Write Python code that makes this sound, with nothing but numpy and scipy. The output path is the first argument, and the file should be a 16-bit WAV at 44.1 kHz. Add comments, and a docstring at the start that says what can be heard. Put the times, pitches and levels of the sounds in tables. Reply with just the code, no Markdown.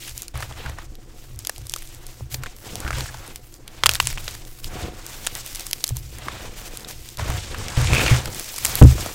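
"""Fingers rub chalk to powder with a dry, sandy crackle, close under a phone microphone; a wide plastic
tub booms when its floor is pushed or knocked. Tiny fractures ringing grains over hiss make the crackle,
short bursts of tearing noise ring the snapping lumps, and tuned resonances make the tub.
Dragged lumps knock its wall, grit rattles in the hollow of a scooping hand, a quiet room hums below,
and the loudest blows overload the input."""
import sys
import numpy as np
from scipy import signal
from scipy.fft import rfft, irfft
from scipy.io import wavfile

SR = 44100
rng = np.random.default_rng(int(sys.argv[2]) if len(sys.argv) > 2 else 0)


def ratio_of_db(decibels):
    """Turn decibels (scalar or array-like) into linear amplitude factors; 0 dB maps to 1."""
    return 10 ** (np.asarray(decibels, float) / 20)


def transcribe(u):
    """Save the signal u as a 16-bit wav file named by the first command-line argument.

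    u: samples, shape (n,) or (channels, n), limited to [-1, 1]; the rate is SR.
    q: integer samples, one column per channel.
    """
    v = np.clip(np.atleast_2d(u).T, -1, 1)
    q = np.round(v * 32767).astype(np.int16)
    wavfile.write(sys.argv[1], SR, q)


N = 403074


def rms_one(x):
    """Scale to rms 1."""
    return x / np.sqrt(np.mean(x ** 2) + 1e-20)


def band(x, low_hz, high_hz):
    """Second-order band-pass."""
    edges_hz = [low_hz, min(high_hz, SR / 2.2)]
    return signal.sosfilt(signal.butter(2, edges_hz, "band", fs=SR, output="sos"), x)


def drift(rate_hz):
    """Slow chance: noise at every 20th sample through a double one-pole low-pass; spread 1."""
    pole = np.exp(-2 * np.pi * rate_hz * 20 / SR)
    noise = rng.standard_normal(N // 20 + 2002)
    slow = signal.lfilter([1], [1, -2 * pole, pole * pole], noise)[2000:]   # drop the filter's start-up
    return np.interp(np.arange(N) / 20, np.arange(len(slow)), rms_one(slow))


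def ring(force, hz, t60):
    """A resonance: a unit click sets a sine of about height 1 ringing, down 60 dB after t60 seconds."""
    r, w = ratio_of_db(-60 / (t60 * SR)), 2 * np.pi * hz / SR
    return signal.lfilter([0, np.sin(w)], [1, -2 * r * np.cos(w), r * r], force + 1e-18)


def strokes(rows, levels_db, sag_db_per_s):
    """Summed power of strokes that rise, sag while held and die away on release; one value per 64 samples."""
    release_s, release_share = 0.015, 0.15   # decay time: a fixed part plus a share of the stroke's length
    start, rise, length = np.array(rows)[:, :3].T[:, :, None]
    age = np.arange(N // 64 + 1) * 64 / SR - start
    swell = np.clip(age / np.maximum(rise, 1e-3), 0, 1)
    sag = ratio_of_db(-sag_db_per_s * np.clip(age, 0, length))
    fading = np.exp(-np.maximum(age - length, 0) / (release_s + release_share * length))
    return np.sum((ratio_of_db(levels_db)[:, None] * swell * sag * fading) ** 2, axis=0)


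def as_db(power, resting_db):
    """Stroke power added to a resting level, in dB at every sample."""
    level_db = 10 * np.log10(power + ratio_of_db(2 * resting_db))
    return np.interp(np.arange(N) / 64, np.arange(len(power)), level_db)


def hands():
    """Levels of the four grain sizes, the tub boom and the dragging, driven by digging, rubbing and pressing."""
    # Fingers rubbing chalk to powder. Each row: start, rise and length in seconds, sand level in dB, # fineness
    # in dB (powder up, lumps down).
    rubs = [(0.0, 0.0036, 0.1, -42, 1.8), (0.118, 0.077, .11, -43, 2), (0.344, 0.0091, .4, -52, -2.5),
            (0.389, .03, 0.056, -48, 4), (0.564, 0.014, 0.036, -49, -0.5), (.8, .02, .05, -54, -1),
            (0.869, .02, 0.28, -60.5, -5), (1.129, 0.036, .2, -55.5, 3.3), (1.39, 0.0044, .04, -51, -1),
            (1.439, .02, .22, -54, 1.5), (1.66, .05, .3, -50, 1.8), (1.97, .1, .24, -51.5, 2.2),
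            (2.298, 0.025, 0.046, -43, 8), (2.41, 0.018, .1, -51.5, -4.5), (2.541, .05, 0.092, -56.5, 11),
            (2.621, 0.053, .28, -44.5, -2), (2.902, .06, .17, -39, -4.5), (3.088, 0.032, .28, -51.5, 2.5),
            (3.4, .05, .15, -60, 8), (3.619, 0.12, .27, -54, -2), (3.893, .003, .07, -38, 0),
            (3.999, 0.0038, .13, -38, -2.5), (4.171, 0.024, 0.22, -46, 1.5), (4.279, 0.014, .05, -45, -2.5),
            (4.441, 0.031, .16, -54.5, 8.5), (4.62, .02, .06, -46, 2), (4.699, 0.053, 0.17, -45.5, -2.5),
            (4.9, .03, 0.13, -50, -2.5), (5.051, .03, 0.29, -45, 2), (5.298, 0.073, 0.093, -39, 1),
            (5.43, .04, .1, -41.5, 2.5), (5.54, 0.018, 0.15, -42.5, 0.5), (5.698, .08, .21, -45, 3.5),
            (5.949, 0.011, 0.044, -47.5, 7.5), (6.0, .03, .17, -50, 0), (6.17, .08, 0.39, -46.5, -6),
            (6.55, .03, .13, -46, 3.7), (6.7, .03, .12, -47, 1.1), (6.868, 0.018, .06, -39, 1.2),
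            (6.95, .05, .18, -48, 2.5), (7.179, .015, .1, -41.5, -8.5), (7.279, .05, .11, -36.5, -8.5),
            (7.39, .02, .15, -42.5, -10.5), (7.541, .05, 0.22, -41.5, -11), (7.72, .09, .16, -33.5, -15),
            (7.87, 0.087, .3, -29.5, -10.5), (8.201, .15, 0.46, -39, 1.7), (8.58, .1, .22, -33, 3.5),
            (8.82, .02, 0.35, -36, -1.4)]
    # Hand pressing on the tub floor. Each row: start, rise and length in seconds, boom level in dB.
    presses = [(0.076, .04, .08, -42), (0.353, 0.036, 0.27, -34.5), (0.597, .07, 0.18, -34.5),
               (.84, .03, .08, -44), (1.27, 0.093, .12, -35.5), (1.528, 0.13, .12, -35),
               (1.853, 0.083, 0.13, -47.5), (2.195, 0.037, 0.074, -37), (2.305, 0.038, 0.11, -33),
               (2.56, .04, 0.041, -47), (2.65, 0.055, 0.25, -36.5), (2.884, 0.064, 0.14, -26),
               (3.074, 0.018, .15, -39.5), (3.823, 0.046, 0.12, -28.5), (3.99, 0.035, 0.14, -30),
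               (4.145, 0.034, .25, -40), (4.606, 0.28, .27, -26), (5.297, 0.04, .25, -45.5),
               (5.913, 0.0082, 0.19, -34), (6.124, 0.14, 0.34, -34.5), (6.906, 0.09, 0.12, -40.5),
               (7.178, 0.015, 0.21, -24), (7.435, 0.17, 0.45, -29.5), (7.78, .01, 0.13, -19.5),
               (7.876, 0.031, .27, -18.5), (8.205, .05, 0.1, -31), (8.598, 0.073, .1, -32.5),
               (8.707, .04, .1, -33.5), (8.829, 0.033, .13, -19.5), (9.0, 0.027, .14, -38)]
    # Hand digging through the lumps. Each row: start, rise and length in seconds, lumps level in dB,
    # level of dragging on the wall in dB.
    digs = [(0.336, 0.0056, 0.11, -42, -49.5), (0.482, 0.024, 0.054, -47, -46),
            (0.548, 0.045, 0.15, -41, -42), (0.754, 0.026, .08, -47.5, -68.5),
            (0.893, 0.05, 0.38, -64, -54.5), (1.293, 0.089, 0.11, -58.5, -50.5),
            (1.553, 0.027, 0.063, -58, -50), (1.803, 0.17, .36, -53.5, -57),
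            (2.321, 0.037, .18, -53, -50.5), (2.6, 0.079, 0.15, -45.5, -40.5),
            (2.758, 0.045, .12, -41.5, -36.5), (2.873, 0.099, 0.15, -39.5, -39),
            (3.082, 0.026, .22, -46.5, -52.5), (3.562, 0.23, .28, -48, -54), (3.841, 0.0059, .11, -40, -46),
            (4.093, 0.087, .3, -48, -50.5), (4.649, 0.11, .24, -40.5, -35.5),
            (4.912, 0.038, 0.49, -46, -50), (5.347, .01, 0.033, -41, -50), (5.444, .05, 0.41, -56.5, -52.5),
            (6.099, .2, .36, -39.5, -42), (6.525, 0.059, 0.38, -48.5, -47.5),
            (7.171, 0.026, 0.12, -36.5, -41.5), (7.276, 0.083, .09, -39, -32),
            (7.4, 0.16, 0.42, -40, -39.5), (7.762, 0.0057, 0.053, -31, -33), (7.848, .09, .3, -27.5, -30),
            (8.175, 0.039, .2, -44, -41), (8.417, .03, .17, -48.5, -54), (8.596, 0.067, .2, -36.5, -39),
            (8.823, 0.035, 0.27, -38, -37.5)]
    # What digging sends to lumps, grit, sand and powder, in dB.
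    from_digging = (-0.4, -4.5, -11.5, -10)
    # What rubbing sends to lumps, grit, sand and powder, in dB.
    from_rubbing = (-14, -3, 0.3, -0.7)
    # The heap settling between strokes: lumps, grit, sand and powder, in dB.
    settling = (-62, -68.5, -63.5, -66)
    # How far fineness moves lumps, grit, sand and powder, in dB per dB.
    fineness_share = (-0.93, -0.028, 0.01, 1)
    dig_sag, push_sag, rub_sag = 6.5, 24, 7.5   # dB per s
    lumps_db, drag_db = np.array(digs)[:, 3:].T
    sand_db, fine_db = np.array(rubs)[:, 3:].T
    dig = strokes(digs, lumps_db, dig_sag)
    grains = []
    for dug_db, rubbed_db, rest_db, share in zip(from_digging, from_rubbing, settling, fineness_share):
        rub = strokes(rubs, sand_db + rubbed_db + share * fine_db, rub_sag)
        grains.append(as_db(ratio_of_db(2 * dug_db) * dig + rub, rest_db))
    boom = as_db(strokes(presses, np.array(presses)[:, 3], push_sag), -53)
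    drag = as_db(strokes(digs, drag_db, dig_sag), -56.5)
    return grains, boom, drag


def crackle(levels_db, per_s=700., clump_db=5.0, spread_db=3.0, surge_db=1.0):
    """One clumped train of tiny fractures rings a random grain of every size, over rubbing hiss."""
    # Grain families, lumps to powder. Each row: low and high pitch in Hz, cycles of ring down to -60 dB,
    # smooth (hiss) share of the power 0-1.
    grain_families = [(543, 2020, 30, 0.81), (2050, 4120, 20, 0.94), (4500, 8420, 30, 0.82),
                      (8800, 23000, 0.9, 0.59)]
    clumping = ratio_of_db(clump_db * (drift(60.) + .7 * drift(20.)))
    born = rng.random(N) < per_s * clumping / SR
    strength = ratio_of_db(spread_db * np.minimum(rng.exponential(1, N), 5))
    clicks = born * strength * rng.choice([-1, 1], N)
    surge = ratio_of_db(surge_db * drift(23.4))     # the whole handful slips at once
    out = 0
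    for (low_hz, high_hz, cycles, smooth), level_db in zip(grain_families, levels_db):
        dealt = rng.integers(0, 8, N)       # which of eight pitches each fracture rings
        pitches = np.geomspace(low_hz, high_hz, num=8)
        rings = sum(ring(clicks * (dealt == k), hz, cycles / hz) for k, hz in enumerate(pitches))
        hiss = band(rng.standard_normal(N), low_hz, high_hz) * ratio_of_db(2.2 * drift(30.))
        mix = np.sqrt(1 - smooth) * rms_one(rings) + np.sqrt(smooth) * rms_one(hiss)
        out = out + ratio_of_db(level_db) * surge * mix
    return out


def room():
    """Shaped steady noise, a faint appliance hum, and a slow subsonic sway at the microphone."""
    # Colour of the room noise. Each row: frequency in Hz, relative level in dB per Hz.
    room_colour = np.array([(12, -36), (20, -3), (123, 8), (187, -17), (347, 9), (660, -93), (718, -41),
                            (897, -23), (4670, -44), (12800, -37), (16000, -37)])
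    hz = np.fft.rfftfreq(N, 1 / SR) + 1     # the 1 keeps the logarithm finite
    colour = ratio_of_db(np.interp(np.log(hz), np.log(room_colour[:, 0]), room_colour[:, 1]))
    air = irfft(rfft(rng.standard_normal(N)) * colour, N)
    sway_hz = 19.3
    sway = band(rng.standard_normal(N), sway_hz / 1.5, sway_hz * 1.5) * ratio_of_db(3. * drift(4.))
    hum = np.sin(2 * np.pi * 123 * np.arange(N) / SR)
    return ratio_of_db(-51.5) * hum + ratio_of_db(-54.5) * rms_one(air) + ratio_of_db(-40) * rms_one(sway)


def tub(boom_db, lumpy_db=-0.5, tap_ms=1.1, top_hz=129.0):
    """The tub's floor rings under lumpy hand pressure and under padded knocks that start with a tap."""
    # Knocks. Each row: start in seconds, strength in dB, upper modes in dB over strength, tap in dB,
    # spot from -1 rim to 1 middle.
    knocks = [(0.342, -23, 1, -41, -0.43), (0.662, -25, 0, -45, 0.15), (2.208, -26.5, 2.5, -24.5, -.7),
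              (2.847, -20, -8, -25, .52), (5.907, -19, 1, -24.5, -0.66), (7.294, -16, -3, -42, .42),
              (7.773, -17, 10, -19, 0.096), (7.923, -20.5, 14.5, -35, -0.008),
              (8.111, -11, 8.5, -34, -0.12), (8.28, -33, 14, -19.5, 0.38), (8.815, 11, -0.1, -0.5, 0.99)]
    # Floor modes. Each row: frequency in Hz, level in dB, 60 dB decay in seconds when knocked.
    floor_modes = [(69.3, 0, 0.21), (100.9, 2.5, 0.13), (124, 0.5, 0.21), (207.5, -19.5, 0.069),
                   (257.6, -16, 0.17), (316, -32, 0.11)]
    contact_ms, shortens = 2.43, 0.32   # contact at 0 dB; harder knocks are briefer, dB per dB
    blows, taps = np.zeros((len(floor_modes), N)), np.zeros(N)
    tap = np.hanning(round(tap_ms * SR / 1000) + 2)
    for s, peak_db, upper_db, tap_db, spot in knocks:
        at = round(s * SR)
        length = contact_ms * ratio_of_db(-shortens * peak_db) * SR / 1000
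        # a padded hand is a slow push
        push = np.sin(np.pi * np.arange(int(length)) / length) * np.pi / 2 / length
        reach = np.full(len(floor_modes), ratio_of_db(peak_db + upper_db))
        reach[0] = ratio_of_db(peak_db)
        reach[1] *= spot          # the second mode has a node line: its sign follows the spot struck
        blows[:, at:at + len(push)] += reach[:, None] * push
        taps[at:at + len(tap)] += ratio_of_db(tap_db) * tap
    knocked = sum(ratio_of_db(db) * ring(blow, hz, t60) for blow, (hz, db, t60) in zip(blows, floor_modes))
    pressure = band(rng.standard_normal(N), 41.0, top_hz) * ratio_of_db(lumpy_db * drift(33.0))
    # the pressing hand damps the modes
    pushed = sum(ratio_of_db(db) * ring(pressure, hz, 0.64 * t60) for hz, db, t60 in floor_modes)
    return taps + knocked + ratio_of_db(boom_db) * rms_one(pushed)


def snaps(breaks, crack_quicker=0.39, thin_hz=450., crack_hz=3950.0, crack_top_hz=12400.0, cycles=7.2,
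          under_db=-10.5, over=1.73, over_db=-9.5, tail_db=-9.5, tail_s=0.0039):
    """A brief tear rings the lump (big breaks more of its low mode), cracks brightly and leaves falling crumbs."""
    size = 5000   # samples given to each snap
    out, t = np.zeros(N + size), np.arange(size) / SR
    noise = rng.standard_normal((len(breaks), 3, size))
    for (s, ring_db, hz, crack_db, tear_ms), (push, spit, crumbs) in zip(breaks, noise):
        age = t * 1000 / max(tear_ms, .1)
        tear = np.exp(-age) * (1 - np.exp(-14. * age))
        body = ring(push * tear, hz, cycles / hz)
        body += ratio_of_db(over_db) * ring(spit * tear, over * hz, cycles / hz)
        body += ratio_of_db(under_db + .4 * ring_db) * ring(crumbs * tear, max(.45 * hz, 600), 12 / hz)
        crack = band(spit * tear * np.exp(-crack_quicker * age), crack_hz, crack_top_hz)
        snap = ratio_of_db(ring_db) * body / np.abs(body).max() + ratio_of_db(crack_db) * crack / np.abs(crack).max()
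        gritty = crumbs * np.abs(push) * np.abs(spit)     # crumbs land unevenly
        tail = ratio_of_db(min(ring_db, 0) + tail_db) * band(gritty, .5 * hz, 8200) * np.exp(-t / tail_s)
        out[round(s * SR):][:size] += snap + tail
    # the snaps are thinned below the high-pass, big ones included
    return signal.sosfilt(signal.butter(2, thin_hz, "high", fs=SR, output="sos"), out[:N])


def crumbs_breaking(grains_db, count=70, busier=.25, ring_over_db=12.5, crack_over_db=20.0,
                    spread_db=3.5, tear_ms=0.63):
    """Small snaps fall at random, more often in busy moments, levels following the grit and powder."""
    place, pitch, *chance = rng.random((count, 5)).T
    busy = np.cumsum(ratio_of_db(busier * grains_db[3]))
    at = np.searchsorted(busy, place * busy[-1]).clip(0, N - 1)
    ring_db = grains_db[1][at] + ring_over_db - spread_db * np.log(chance[0] + 0.13)
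    crack_db = grains_db[3][at] + crack_over_db - spread_db * np.log(chance[1] + 0.058)
    hz = 700 * 7 ** np.sqrt(pitch)
    tearing_ms = tear_ms * 3 ** (2 * chance[2] - 1)
    return list(zip(at / SR, ring_db, hz, crack_db, tearing_ms))


def dragging(level_db, per_s=400.):
    """Lumps dragged over the plastic knock the wall resonances densely."""
    # Tub wall resonances. Each row: frequency in Hz, level in dB, 60 dB decay in seconds.
    wall_modes = [(211, -8.5, 0.068), (242, -4, 0.041), (334, 8, 0.02), (444, 5.5, 0.019),
                  (491.4, -4, 0.04), (582, -27, 0.25), (722, -9.5, 0.25)]
    bumps = (rng.random(N) < per_s / SR) * rng.standard_normal(N) * ratio_of_db(2.4 * drift(17.0))
    wall = sum(ratio_of_db(db) * ring(bumps, hz, t60) for hz, db, t60 in wall_modes)
    return ratio_of_db(level_db) * rms_one(wall)


def scoops(per_s=290.0, clump_db=8.0, spread_db=1.0, width_hz=360.0):
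    """Coarse grit rattles in the hollow of the hand, whose air resonance moves as it closes."""
    # The hollow under the hand, one list per scoop. Each row: time in seconds, resonance in Hz, level in dB.
    hollows = [
        [(2.8, 1500, -56), (2.834, 1480, -39), (2.932, 1550, -31.5), (3.028, 1730, -62), (3.1, 1630, -32.5)],
        [(7.82, 2050, -31), (7.9, 2570, -30), (7.978, 2530, -24.5), (8.052, 2560, -27.5), (8.108, 2380, -24),
         (8.17, 1690, -49)],
    ]
    t, out = np.arange(N) / SR, np.zeros(N)
    born = rng.random(N) < per_s * ratio_of_db(clump_db * drift(30.)) / SR
    strength = ratio_of_db(spread_db * np.minimum(rng.exponential(1, N), 5))
    rattle = born * strength * rng.choice([-1, 1], N)
    r = np.exp(-np.pi * width_hz / SR)
    for rows in hollows:
        s, hz, level_db = np.transpose(rows)
        now = (t >= s[0]) & (t < s[-1])
        turn = np.exp(2j * np.pi * np.cumsum(np.interp(t[now], s, hz)) / SR)
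        # a resonance that follows hz: shift down, smooth, shift back up
        rung = (signal.lfilter([1], [1, -r], rattle[now] / turn) * turn).imag
        fade = np.hanning(now.sum()) ** 0.17
        out[now] += ratio_of_db(np.interp(t[now], s, level_db)) * fade * rms_one(rung)
    return out


def scene():
    """All sources, one channel."""
    # Big lumps snapping. Each row: start in seconds, ring level in dB, ring pitch in Hz, crack level in dB,
    # tearing time in ms.
    big_breaks = [(.079, -26, 2470, -25, 4.9), (.1784, -27.5, 4850, -11.5, 0.44),
                  (.22, -44.5, 4820, -15, 2.4), (.2816, -23.5, 4500, -18.5, 0.57),
                  (.3418, -28, 690, -39.5, 0.81), (.355, -24, 1330, -38, 1.8),
                  (.3754, -29, 1460, -23.5, 1.1), (.405, -25.5, 1360, -28, 2),
                  (.424, -19.5, 1450, -30, 5.7), (.43, -18.5, 1364, -35, 0.86), (.51, -27, 670, -45, 3.8),
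                  (.524, -28, 1770, -47, 1.8), (.66, -22, 1490, -40, 4.2), (.7847, -23, 1060, -51, 4.5),
                  (.9535, -34.5, 4560, -34, 0.88), (1.3899, -49, 3880, -19, 2.3),
                  (1.449, -23, 3920, -20, 2.2), (1.471, -17, 4130, -6.5, .79),
                  (1.4948, -15, 1670, -10, 1.9), (1.5618, -25, 3800, -25, 0.3),
                  (1.5812, -35.5, 750, -17, 0.17), (1.668, -37, 3320, -21, 1.7),
                  (1.6963, -43, 3170, -13.5, 0.73), (1.7204, -40, 5000, -22, 0.9),
                  (1.7377, -11.5, 3800, -8, 0.72), (1.7617, -22, 1250, -15.5, 1.7),
                  (1.785, -46, 4330, -22, .55), (1.8225, -27.5, 2740, -22.5, 0.91),
                  (2.323, -36, 4440, -29, 8.6), (2.343, -16, 4770, -16.5, 3.5),
                  (2.4351, -20, 1350, -21, 2.1), (2.46, -20.5, 1730, -40, 1.4), (2.4645, -25, 2470, -40, 4),
                  (2.7555, -28, 704, -10, 0.71), (2.8033, -39, 860, -15, 0.33),
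                  (2.8477, -24, 1640, -41, 2.6), (2.8777, -18, 1530, -38, 1.3),
                  (2.9061, -11, 1370, -36, 0.63), (2.9293, -19, 2110, -25, .6),
                  (2.984, -19.5, 1170, -18, 1.2), (3.0069, -12, 3750, -19, 0.91),
                  (3.059, -22, 1520, -39, 1.2), (3.1431, -24, 830, -42, 3.1),
                  (3.359, -17, 4150, -15.5, 0.45), (3.6783, -25, 3080, -22, 1.5),
                  (3.8359, 0.7, 2950, -21, 1.4), (3.8595, 5.5, 2870, 7, 1.56), (3.8653, 2.5, 5000, 3, 0.97),
                  (3.8924, 4.5, 3230, 5, 0.72), (3.9124, -24, 3380, -12, 1.7), (3.9168, -16, 3550, -16, .9),
                  (3.9367, -12, 4780, -8, 0.18), (3.9489, -25, 4540, -9, .46),
                  (3.9532, -11, 3750, -11, 1.9), (4.0006, 1.5, 2500, -10, 1.36),
                  (4.0716, -11, 3080, 2, 0.58), (4.1748, -17, 2800, -33, 0.81),
                  (4.1804, -19.5, 3000, -34, 1.1), (4.2791, -15, 4200, -27, 2.2),
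                  (4.3509, -29, 1770, -21, 0.54), (4.4511, -50, 2630, -27, 0.5),
                  (4.644, -26, 3270, -16, 0.56), (5.065, -35, 5100, -16, .79),
                  (5.2665, -11, 3330, -7.5, 0.5), (5.2707, -5.5, 3100, -4.5, 0.36),
                  (5.5486, -28, 3470, -15, 0.27), (5.5576, -34, 3620, -13.5, 1.3),
                  (5.5961, -43, 4480, -16.5, 0.79), (5.667, -34, 4950, -14.5, 0.51),
                  (5.711, -26, 4740, -15.5, 1.5), (5.7313, -9, 4300, -6, 0.47),
                  (5.8405, -14.5, 3330, -3, 1.9), (5.8782, -34, 4760, -12, 0.53),
                  (5.8905, -29, 4400, -13.5, 2.5), (6.2831, -14.5, 1250, -43, 1.8),
                  (6.7724, -41, 4600, -13, 1.2), (6.8469, -21, 3700, -34, 1),
                  (7.1719, -26, 5000, -21, 0.78), (7.1944, -17.5, 970, -25, 2.3),
                  (7.301, -19, 1430, -19, 3.5), (7.5448, -17.5, 1530, -37, 3.1),
                  (7.6832, -13, 3200, -29, .45), (7.8723, -11, 3300, -33, .6), (7.9327, -5, 2480, -31, .8),
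                  (7.9488, -6, 2530, -31, 0.4), (8.0056, -12, 2470, -37, 3.2),
                  (8.0627, -7.5, 3100, -32, 3.8), (8.079, -9, 2550, -30, 2.7),
                  (8.2572, -17, 1970, -14, 1.2), (8.275, -25.5, 1020, -29, 5.7),
                  (8.586, -22.5, 2150, -11.5, 0.39), (8.6493, -13.5, 2650, 0, 0.95),
                  (8.653, -11, 2720, 3, 0.44), (8.668, -33.5, 1216, -13, 1.3),
                  (8.8178, -5.5, 1523, -22.5, 0.9), (8.8256, -9.5, 1550, -11, 0.61),
                  (8.8923, -28.5, 4160, -32, 0.6), (8.981, -21.5, 690, -38, 1.14),
                  (9.061, -16.5, 710, -18.5, 1.5)]
    grains, boom, drag = hands()
    breaks = big_breaks + crumbs_breaking(grains)
    handled = crackle(grains) + snaps(breaks) + scoops()
    return (handled + tub(boom) + dragging(drag) + room())[None]


def roll_off(x):
    """The treble ends steeply here."""
    return signal.sosfilt(signal.butter(12, 16300, fs=SR, output="sos"), x)


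def record(dry):
    """The microphone's top is cut, then its input clips hard."""
    cut = signal.cheby2(10, 32, 16300, fs=SR, output="sos")
    clipped = np.clip(signal.sosfilt(cut, dry), -1, 1)
    return roll_off(clipped)


dry = scene()
out = record(dry)
transcribe(out)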